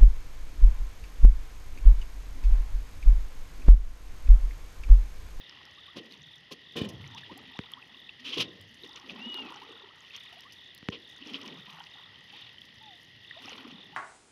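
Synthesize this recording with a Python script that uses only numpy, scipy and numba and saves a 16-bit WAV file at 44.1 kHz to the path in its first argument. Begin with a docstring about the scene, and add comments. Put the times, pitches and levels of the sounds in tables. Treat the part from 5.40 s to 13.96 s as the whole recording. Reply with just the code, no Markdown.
"""Night on still water: a net is hauled hand over hand across the side of a small wooden boat.
A far chorus hisses, a mole cricket trills and a field cricket chirps throughout. From the first pull,
water gurgles along the hull and the mesh sprays, snaps and drips. Near 1.4 s wet net slaps down and
floats rattle; floats and feet knock the planks there and at 2.2 s. The biggest splash lands at 3 s.
Wet cord squeaks near 4 s, more knocks come at 5.5 s, and a faint low squeak leads into the last pull."""
import sys
import numpy as np
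from scipy import signal
from scipy.fft import rfft, irfft, next_fast_len
from scipy.io import wavfile
from scipy.ndimage import uniform_filter1d
from numba import njit

SR = 44100
rng = np.random.default_rng(int(sys.argv[2]) if len(sys.argv) > 2 else 0)


def int16_out(signal):
    """Quantize to a 16-bit WAV file."""
    q = np.round(np.clip(np.atleast_2d(signal).T, -1, 1) * 32767)
    wavfile.write(sys.argv[1], SR, q.astype(np.int16))


N = 377496
T = np.arange(N) / SR
LUMPY_DB = 2.6  # level wobble of churning water
# Spray as the camera's microphone port colours it, ringing near 3 kHz and dull above 5 kHz:
# (frequency [Hz], relative level [dB])
SPRAY_AT_MIC = [(350, -42), (600, -25), (1040, -4.5), (1800, -11.5), (2530, 4.5), (3050, 9.5),
                (5580, -13.5), (7500, -46), (9750, -81), (16500, -120)]
# The finest droplets as heard at the microphone: (frequency [Hz], relative level [dB])
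MIST_AT_MIC = [(3500, -34), (4500, -3.5), (6000, -0.5), (7800, -20.5), (8900, -14.5), (11400, -10),
               (15500, -23)]


def undb(db):
    """Decibels to gain."""
    return 10 ** (np.asarray(db) / 20)


def unit(x):
    """Scale to rms 1."""
    return x / np.sqrt(np.mean(x ** 2))


def colour(x, points):
    """EQ a sound through (Hz, dB) points; rms 1."""
    hz, db = np.transpose(points)
    size = next_fast_len(N)
    bins = np.arange(size // 2 + 1) * SR / size + 1
    gain = undb(np.interp(np.log(bins), np.log(hz), db))
    return unit(irfft(rfft(x, size) * gain, size)[:N])


def drift(rate):
    """Smooth random motion, rate steps a second, spread near 1."""
    k = int(SR / rate)
    steps = np.repeat(rng.standard_normal(N // k + 1), k)
    return 1.38 * uniform_filter1d(uniform_filter1d(steps, k), k)[:N]


@njit
def sweep(x, hz, q):
    """Band-pass with a moving centre, gain 1 there."""
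    y, mid, low = np.empty(len(x)), 0., 0.
    for i in range(len(x)):
        g = np.tan(np.pi * hz[i] / SR)
        v = (mid + g * (x[i] - low)) / (1 + g * (g + 1 / q))
        mid, low, y[i] = 2 * v - mid, low + 2 * g * v, v / q
    return y


def band(x, hz, q, passes=1):
    """Steady band-pass; more passes steepen it."""
    for _ in range(passes):
        x = sweep(x, np.full(N, float(hz)), float(q))
    return x


@njit
def pings(at, hz, t60, gain, glide):
    """Fading sines whose pitch climbs by the share glide over their ring."""
    y = np.zeros(N)
    for k in range(len(at)):
        start, length, phase = int(at[k] * SR), int(t60[k] * SR), 0.
        for j in range(min(length, N - start)):
            phase += 2 * np.pi * hz[k] * (1 + glide[k] * j / length) / SR
            attack = min(1., j / (.13 * length))
            y[start + j] += gain[k] * np.sin(phase) * np.exp(-6.9 * j / length) * attack
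    return y


def shower(count, lo_hz, hi_hz, cycles, spread_db, glide):
    """A cloud of ringing bubbles, a few louder than the rest."""
    when, pitch, ring, size = rng.random((count, 4)).T
    hz = lo_hz * (hi_hz / lo_hz) ** pitch
    gain = undb(-spread_db * np.log(1.03 - size))
    return unit(pings(when * N / SR, hz, cycles * (.5 + ring) / hz, gain, glide * ring))


def sizzle(rate, spread_db):
    """Noise roughened by droplet impacts, about rate a second."""
    hits = (rng.random(N) < rate / SR) * undb(np.minimum(spread_db * rng.exponential(size=N), 14))
    decays = signal.lfilter([1], [1, -np.exp(-1 / (0.0042 * SR))], hits)
    return unit(0.47 + decays) * rng.standard_normal(N)


def bursts(at, db, length, rise, tail_s):
    """Envelopes that swell over the share rise of their length, sink, and leave a short tail."""
    env = np.zeros(N)
    for start, gain, span in zip(at, undb(db), length):
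        i = int(start * SR)
        t = T[:min(N - i, SR // 2)]
        swell = np.sin(np.pi / 2 * np.minimum(t / (rise * span), 1))
        sink = np.cos(1.408 * np.clip((t / span - rise) / (1 - rise), 0, 1))
        env[i:i + len(t)] += gain * swell * sink * np.exp(-np.maximum(t - span, 0) / tail_s)
    return env


def swells(at, hold, db, rest_db, rise_db_s, fall_db_s):
    """Gain that climbs to each event's level, holds, and sinks back to rest."""
    t = T[::SR // 200, None]
    peaks = undb(db - rise_db_s * np.maximum(at - t, 0) - fall_db_s * np.maximum(t - at - hold, 0))
    return np.interp(T, t[:, 0], np.sqrt(undb(rest_db) ** 2 + np.sum(peaks ** 2, axis=1)))


def planks(force):
    """A force rings the wooden hull's modes."""
    # (frequency [Hz], relative level [dB], t60 [s])
    modes = [(115, -17, 0.13), (198, 4, 0.025), (277, 7, 0.017), (405, -8, 0.093), (470, -14.5, 0.23),
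             (1045, -14, 0.1)]
    out = 0
    for hz, db, t60 in modes:
        pole = np.exp(2j * np.pi * hz / SR - np.log(1000) / (t60 * SR))
        out += undb(db) * signal.lfilter([1], [1, -pole], force).imag
    return out


def night_bed():
    """Far chorus, lapping and air blend into one gently breathing noise."""
    # Tone of the bed: (frequency [Hz], relative level [dB])
    bed_eq = [(18, -46), (30, -8), (77, 1.5), (156, 1.5), (591, -7), (1510, -15.5), (1910, 6), (2300, -14),
              (2910, 4.5), (3320, 3.5), (4090, -7), (5040, -8.5), (7860, -39.5), (11300, -30.5),
              (15500, -56)]
    return undb(-57 + drift(3.08)) * colour(rng.standard_normal(N), bed_eq)


def mole_cricket():
    """A steady trill: each wing stroke is a short uneven burst near one pitch."""
    # Pace of the wings: (start [s], stroke rate [Hz])
    trill = [(0, 66.61), (2.8, 66.225), (5.6, 65.17), (6.2, 66.05), (7.8, 66.59)]
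    at, rate = np.transpose(trill)
    pitch_hz, level_db = 1932, -62.5
    beat = .5 + np.cumsum(rate[np.searchsorted(at, T, side="right") - 1]) / SR
    stroke = (.5 + .5 * np.cos(2 * np.pi * beat)) ** 3.3
    index = np.round(beat).astype(int)
    detune, phase, accent = rng.standard_normal((index.max() + 1, 3))[index].T
    tone = np.sin(2 * np.pi * pitch_hz * (1 + 0.011 * detune) * T + 3 * phase) * undb(1.1 * accent)
    blur = unit(band(rng.standard_normal(N), pitch_hz, 4.6, passes=2))
    return undb(level_db + 0.69 * drift(2.24)) * unit(stroke * (tone + 0.16 * blur) + 0.15 * blur)


def field_cricket():
    """Chirps swell over their first wing strokes; every stroke slides down in pitch."""
    # Last stroke of each chirp: (time [s])
    chirp_ends = [.065, .51, .962, 1.389, 1.84, 2.264, 2.695, 3.109, 3.564, 3.976, 4.427, 4.881, 5.311,
                  5.774, 6.225, 6.663, 7.096, 7.561, 8.001, 8.459]
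    pitch_hz, level_db, strokes, rate_hz = 3830, -49, 9, 41
    out = np.zeros(N)
    t = T[:int(.014 * SR)]
    stroke = np.sin(np.pi * (t / t[-1]) ** 0.59) ** 0.35
    for end in chirp_ends:
        for k, (detune, accent, phase) in enumerate(rng.standard_normal((strokes, 3))):
            i = int((end - .005 - (strokes - 1 - k) / rate_hz) * SR)
            hz = pitch_hz * (1 + 0.0066 * detune) * (1 - 11 * t)
            gain = undb(level_db - 3.6 * max(3 - k, 0) + accent)
            if i >= 0:
                out[i:i + len(t)] += gain * stroke * np.sin(2 * np.pi * np.cumsum(hz) / SR + 3 * phase)
    # reeds and banks send it back, smeared
    echo = rng.standard_normal(SR // 4) * np.exp(-T[:SR // 4] / 0.073)
    return out + undb(-8) * signal.fftconvolve(out, echo / np.linalg.norm(echo))[:N]


def hull_gurgle():
    """Trapped air gurgles at a gliding pitch as water sloshes against the hull."""
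    # (peak time [s], hold [s], level [dB], first pitch [Hz], last pitch [Hz])
    sloshes = [(0.603, 0.051, -51, 338, 135.5), (1.436, 0.021, -41.5, 213, 137),
               (1.896, 0.015, -50, 346, 268), (2.32, 0.15, -61.5, 210, 240), (2.877, 0.073, -49, 282, 309),
               (3.029, 0.015, -48, 357, 112), (3.437, 0.016, -58, 322, 253), (3.693, 0.38, -49.5, 230, 335),
               (4.245, 0.082, -56, 398, 410), (5.504, 0.0083, -58.5, 316, 350),
               (5.821, 0.27, -52.5, 257, 284), (6.107, 0.14, -56.5, 171, 152),
               (8.048, 0.29, -52.5, 299, 185)]
    at, hold, db, first_hz, last_hz = np.transpose(sloshes)
    glide_end = np.minimum(at + hold + 0.1424, np.append(at[1:], N / SR) - .04)
    hz = np.interp(T, np.ravel([at, glide_end], order="F"), np.ravel([first_hz, last_hz], order="F"))
    churn = rng.standard_normal(N) * undb(LUMPY_DB * drift(22))
    count = 500
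    detune, ring, accent = rng.standard_normal((count, 3)).T
    plop_at = rng.random(count) * N / SR
    plop_hz = np.interp(plop_at, T, hz) * np.exp(0.1956 * detune)
    t60 = 18 * np.exp(0.27 * ring) / plop_hz
    plops = unit(pings(plop_at, plop_hz, t60, undb(5.3 * accent), np.full(count, 0.32)))
    wobble_hz = hz * (1 + 0.087 * drift(15))
    hollow = unit(sweep(sweep(churn, wobble_hz, 6.8), wobble_hz, 6.8))
    wash = unit(band(band(churn, 330, 1), 322, 1))
    env = swells(at, hold, db, rest_db=-75.5, rise_db_s=313, fall_db_s=83)
    return env * (0.99 * plops + 0.39 * hollow + 0.52 * wash)


def hull_thuds():
    """The boat rocks and wavelets thud under it."""
    # (peak time [s], hold [s], level [dB])
    rockings = [(1.454, 0.062, -47.5), (3.036, 0.06, -56.5), (6.68, .02, -64), (7.037, 0.71, -66.5)]
    thud = undb(LUMPY_DB * drift(9.2)) * band(rng.standard_normal(N), 116, 1.6, passes=2)
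    return swells(*np.transpose(rockings), rest_db=-78.5, rise_db_s=250, fall_db_s=37) * unit(thud)


def cord_squeaks():
    """Wet cord rubs on wood in thin wavering tones."""
    # One path per squeak: (time [s], pitch [Hz], level [dB])
    paths = [
        [(3.775, 2480, -57), (3.82, 2786, -41), (3.87, 2927, -40.5), (3.97, 2880, -35.5), (4.015, 2800, -37.5),
         (4.035, 2650, -51), (4.095, 2480, -53)],
        [(7.4, 783, -59), (7.42, 890, -58), (7.48, 843, -51), (7.53, 718, -58.5), (7.58, 670, -74)],
    ]
    out = 0
    for path in paths:
        at, hz, db = np.transpose(path)
        fade = np.clip(np.minimum(T - at[0], at[-1] - T) / 0.015, 0, 1)
        phase = 2 * np.pi * np.cumsum(np.interp(T, at, hz) * (1 + 0.0038 * drift(170))) / SR
        out += fade * undb(np.interp(T, at, db) + 2.2 * drift(160)) * np.sin(phase)
    return out


def float_rattles():
    """Hollow floats jostle, rung by dense small blows."""
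    # (time [s], level [dB], length [s])
    rattles = [(1.362, -38, 0.041), (1.411, -40, 0.017), (1.443, -42, 0.02)]
    # Float resonances: (frequency [Hz], width [Hz], relative level [dB])
    modes = [(1820, 63, -5), (2445, 31, -5), (3020, 39, 3.5), (3250, 33, -4), (3580, 32, -6)]
    blows = rng.standard_normal(N)
    ring = sum(undb(db) * unit(band(blows, hz, hz / width)) for hz, width, db in modes)
    return bursts(*np.transpose(rattles), rise=0.28, tail_s=.008) * unit(ring)


def plank_knocks():
    """Feet and floats ring the planks with a rounded push; hard floats add a click."""
    # (time [s], relative push [dB], relative click [dB], contact [s])
    blows = [(1.415, -19, -45, 0.0014), (2.1906, -26, -2.5, 0.0021), (2.982, -41, -45, 0.002),
             (5.428, -43.5, -18.5, 0.00082), (5.487, -22, 1.5, 0.0015)]
    force, impulses = np.zeros(N), np.zeros(N)
    for at, db, click_db, contact in blows:
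        i, push = int(at * SR), np.hanning(max(int(contact * SR), 4))
        force[i:i + len(push)] += undb(db) * push / push.sum()
        impulses[i] -= undb(click_db)
    body = band(planks(force), 230, 0.33, passes=2)
    click = band(band(impulses, 3020, 1.7), 690, 0.54, passes=2)
    return 0.61 * body + 5 * click


def air_bubbles():
    """Large bubbles rise in pitch as they near the surface."""
    # (time [s], level [dB], first pitch [Hz], rise over the ring [share])
    bubbles = [(0.371, -46, 1063, 0.79), (0.478, -44, 1070, 0.73), (1.744, -38, 815, 1.2),
               (1.893, -35.5, 817, 1.3), (1.966, -42, 696, 0.85), (2.148, -41.5, 700, 1.7),
               (2.366, -38.5, 870, 1.75), (3.487, -45.5, 773, 0.96), (4.157, -39.5, 786, 0.4),
               (4.215, -39, 837, 1.2), (4.922, -46, 664, 0.58), (4.964, -44.5, 622, 0.94),
               (5.05, -41.5, 1020, 0.76), (6.928, -43.5, 763, 0.68), (7.964, -39, 603, .7),
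               (8.526, -42.5, 770, 0.83)]
    at, db, hz, rise = np.transpose(bubbles)
    return pings(at, hz, t60=np.full_like(at, 0.086), gain=undb(db), glide=rise)


def net_drips():
    """Drops fall from the mesh, each a brief high plink."""
    # (time [s], level [dB], pitch [Hz])
    drips = [(0.711, -34, 3840), (0.739, -34, 3630), (1.5523, -33.5, 3330), (1.641, -34, 2140),
             (1.833, -32, 1770), (2.3362, -20, 3280), (2.4254, -31.5, 2620), (2.545, -32, 2860),
             (2.6923, -24.5, 2700), (2.935, -16, 3190), (3.435, -27, 3800), (3.696, -23.5, 2500),
             (4.7063, -30.5, 2650), (4.755, -24.5, 3140), (4.87, -38, 2710), (4.9285, -35, 2760),
             (4.99, -33, 2860), (5.8254, -28, 2930), (5.9433, -18.5, 2870), (6.4034, -29, 3090),
             (7.183, -30, 3060), (7.217, -27.5, 3340), (7.8472, -32, 2840), (7.9099, -25, 1880),
             (8.0431, -42, 2890), (8.0835, -24.5, 2740)]
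    at, db, hz = np.transpose(drips)
    return pings(at, hz, t60=32.7 / hz, gain=undb(db), glide=np.full_like(at, 0.012))


def mesh_snaps():
    """The mesh snaps: two bright, very short partials with a spit of air on top."""
    # (time [s], relative level [dB], nominal pitch [Hz], spit level [dB])
    snaps = [(0.0952, -37.5, 5340, -79), (0.2538, -41.5, 5400, -67), (0.7232, -35, 4460, -64),
             (1.1236, -29, 4200, -51), (1.367, -42, 5070, -49), (1.4902, -39, 5440, -50),
             (1.6768, -41, 6100, -67), (1.7482, -38, 5880, -64), (1.9764, -49, 4360, -48),
             (2.3178, -53, 4260, -51.5), (2.9835, -24, 4300, -54), (3.2123, -58, 7560, -55.5),
             (3.3445, -48, 6200, -78), (3.475, -44, 5500, -67), (3.493, -43, 5400, -68),
             (3.5314, -41, 5110, -75), (3.56, -35.5, 6060, -73), (3.5987, -40.5, 5570, -71),
             (3.943, -26.5, 4000, -50), (4.1046, -49, 6000, -70), (4.606, -46.5, 6660, -77),
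             (4.7638, -33.5, 6000, -56), (5.007, -40.5, 5270, -55), (5.123, -36.5, 4940, -59),
             (5.348, -44, 4380, -51), (5.3783, -38.5, 4060, -56), (5.4868, -58, 5000, -63),
             (5.8726, -35.5, 5460, -74), (5.9359, -36, 5270, -69), (6.0162, -38, 5200, -68),
             (6.0785, -35, 5350, -79), (6.4395, -37.5, 4890, -83)]
    at, db, hz, spit_db = np.transpose(snaps)
    t60, glide = np.full_like(at, 0.0038), np.zeros_like(at)
    snap = sum(pings(at, hz * ratio, t60, undb(db + trim_db), glide)
               for ratio, trim_db in ((0.98, 6), (0.55, -3)))
    noise = rng.standard_normal(N)
    spit = unit(band(noise, 7400, 1.2) + 2.1 * band(noise, 11300, 6.9))
    return snap + bursts(at, spit_db, np.full_like(at, 0.0029), rise=0.2, tail_s=0.0024) * spit


def net_slaps():
    """Bunches of wet net slap down, burst into spray and mist, and shake the planks."""
    # (time [s], spray level [dB], hull level [dB], mist level [dB], length [s])
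    slaps = [(0.557, -43, -42, -59, 0.044), (0.707, -58, -81, -69, 0.055),
             (1.1078, -45.5, -45.5, -54.5, 0.04), (1.355, -39.5, -33, -55, 0.061),
             (1.404, -47.5, -45, -66, 0.076), (1.485, -53, -66, -53, 0.024), (1.77, -46, -74, -67, 0.033),
             (1.911, -52.5, -44, -77, 0.028), (2.793, -49.5, -75, -69, 0.021),
             (2.839, -39, -74, -58.5, 0.1), (2.921, -36, -60, -56, 0.054),
             (2.966, -34.5, -38, -50.5, 0.079), (2.9925, -32.5, -43.5, -50, 0.044),
             (3.436, -52, -58, -66, 0.029), (3.555, -45.5, -57, -70, 0.031), (3.686, -45, -60, -71, 0.037),
             (4.739, -46.5, -67, -72, 0.039), (5.517, -42, -46.5, -80, 0.053), (5.841, -49, -74, -67, 0.11),
             (5.933, -41, -51.5, -70, 0.049), (6.927, -52, -64.5, -99, 0.11),
             (8.065, -50.5, -80, -66, 0.061)]
    at, spray_db, hull_db, mist_db, length = np.transpose(slaps)
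    splash = sizzle(3000, spread_db=0.98)
    mist = unit(band(colour(splash, MIST_AT_MIC), 7000, 0.79))
    shake = unit(band(planks(np.diff(rng.standard_normal(N + 1))), 263, 0.69))
    return (bursts(at, spray_db, length, rise=0.3, tail_s=0.016) * colour(splash, SPRAY_AT_MIC)
            + bursts(at, mist_db, 0.89 * length, rise=0.39, tail_s=0.0093) * mist
            + bursts(at, hull_db, length, rise=0.13, tail_s=0.097) * shake)


def net_haul():
    """Each pull stirs up bubbles and spray; the finest droplets crackle above in clusters."""
    # (peak time [s], hold [s], spray level [dB], bubbling level [dB])
    pulls = [(0.13, 0.027, -63.5, -61.5), (0.627, 0.043, -62, -75), (1.626, 0.7, -61.5, -61.5),
             (3.526, 0.071, -76, -62.5), (3.775, 0.4, -54.5, -54), (4.77, 0.14, -56, -64.5),
             (5.906, 0.16, -54.5, -56), (6.28, 0.088, -59.5, -59), (6.927, 0.061, -58.5, -67.5),
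             (8.07, 0.11, -53, -56)]
    at, hold, spray_db, bubbling_db = np.transpose(pulls)
    spray_env = swells(at, hold, spray_db, rest_db=-68.5, rise_db_s=73, fall_db_s=40)
    bubbling_env = swells(at + 0.015, hold, bubbling_db, rest_db=-77.5, rise_db_s=98, fall_db_s=26)
    bubbles = shower(count=2000, lo_hz=760, hi_hz=1420, cycles=26, spread_db=4.1, glide=0.5)
    lumps = undb(LUMPY_DB * drift(14))
    froth = unit(band(rng.standard_normal(N), 1100, 1.4, passes=2))
    bubbling = unit(lumps * (bubbles + 0.48 * froth))
    droplets = shower(count=3000, lo_hz=1980, hi_hz=3720, cycles=12.4, spread_db=3.5, glide=0.046)
    spray = 0.52 * droplets + 1.4 * colour(sizzle(180, spread_db=5.8), SPRAY_AT_MIC)
    beads = shower(count=900, lo_hz=4350, hi_hz=14400, cycles=16, spread_db=5.5, glide=0.12)
    crackle = 0.59 * unit(sizzle(40, spread_db=3.8)) + 0.44 * beads
    mist = colour(crackle * undb(3.1 * drift(9)), MIST_AT_MIC)
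    return bubbling_env * bubbling + spray_env * spray + spray_env ** 0.61 * undb(-33.5) * mist


def scene():
    """Boat and net in front, insects behind, in mono."""
    boat = hull_gurgle() + hull_thuds() + net_haul() + net_slaps() + float_rattles()
    details = mesh_snaps() + net_drips() + air_bubbles() + plank_knocks() + cord_squeaks()
    return (boat + details + mole_cricket() + field_cricket() + night_bed())[None, :]


def record(dry):
    """A small camera drops the deep bass and cuts the top."""
    low_cut = signal.butter(3, 55, "high", fs=SR, output="sos")
    high_cut = signal.ellip(10, .2, 60, 15700, fs=SR, output="sos")
    return signal.sosfilt(high_cut, signal.sosfilt(low_cut, dry))


dry = scene()
out = record(dry)
int16_out(out)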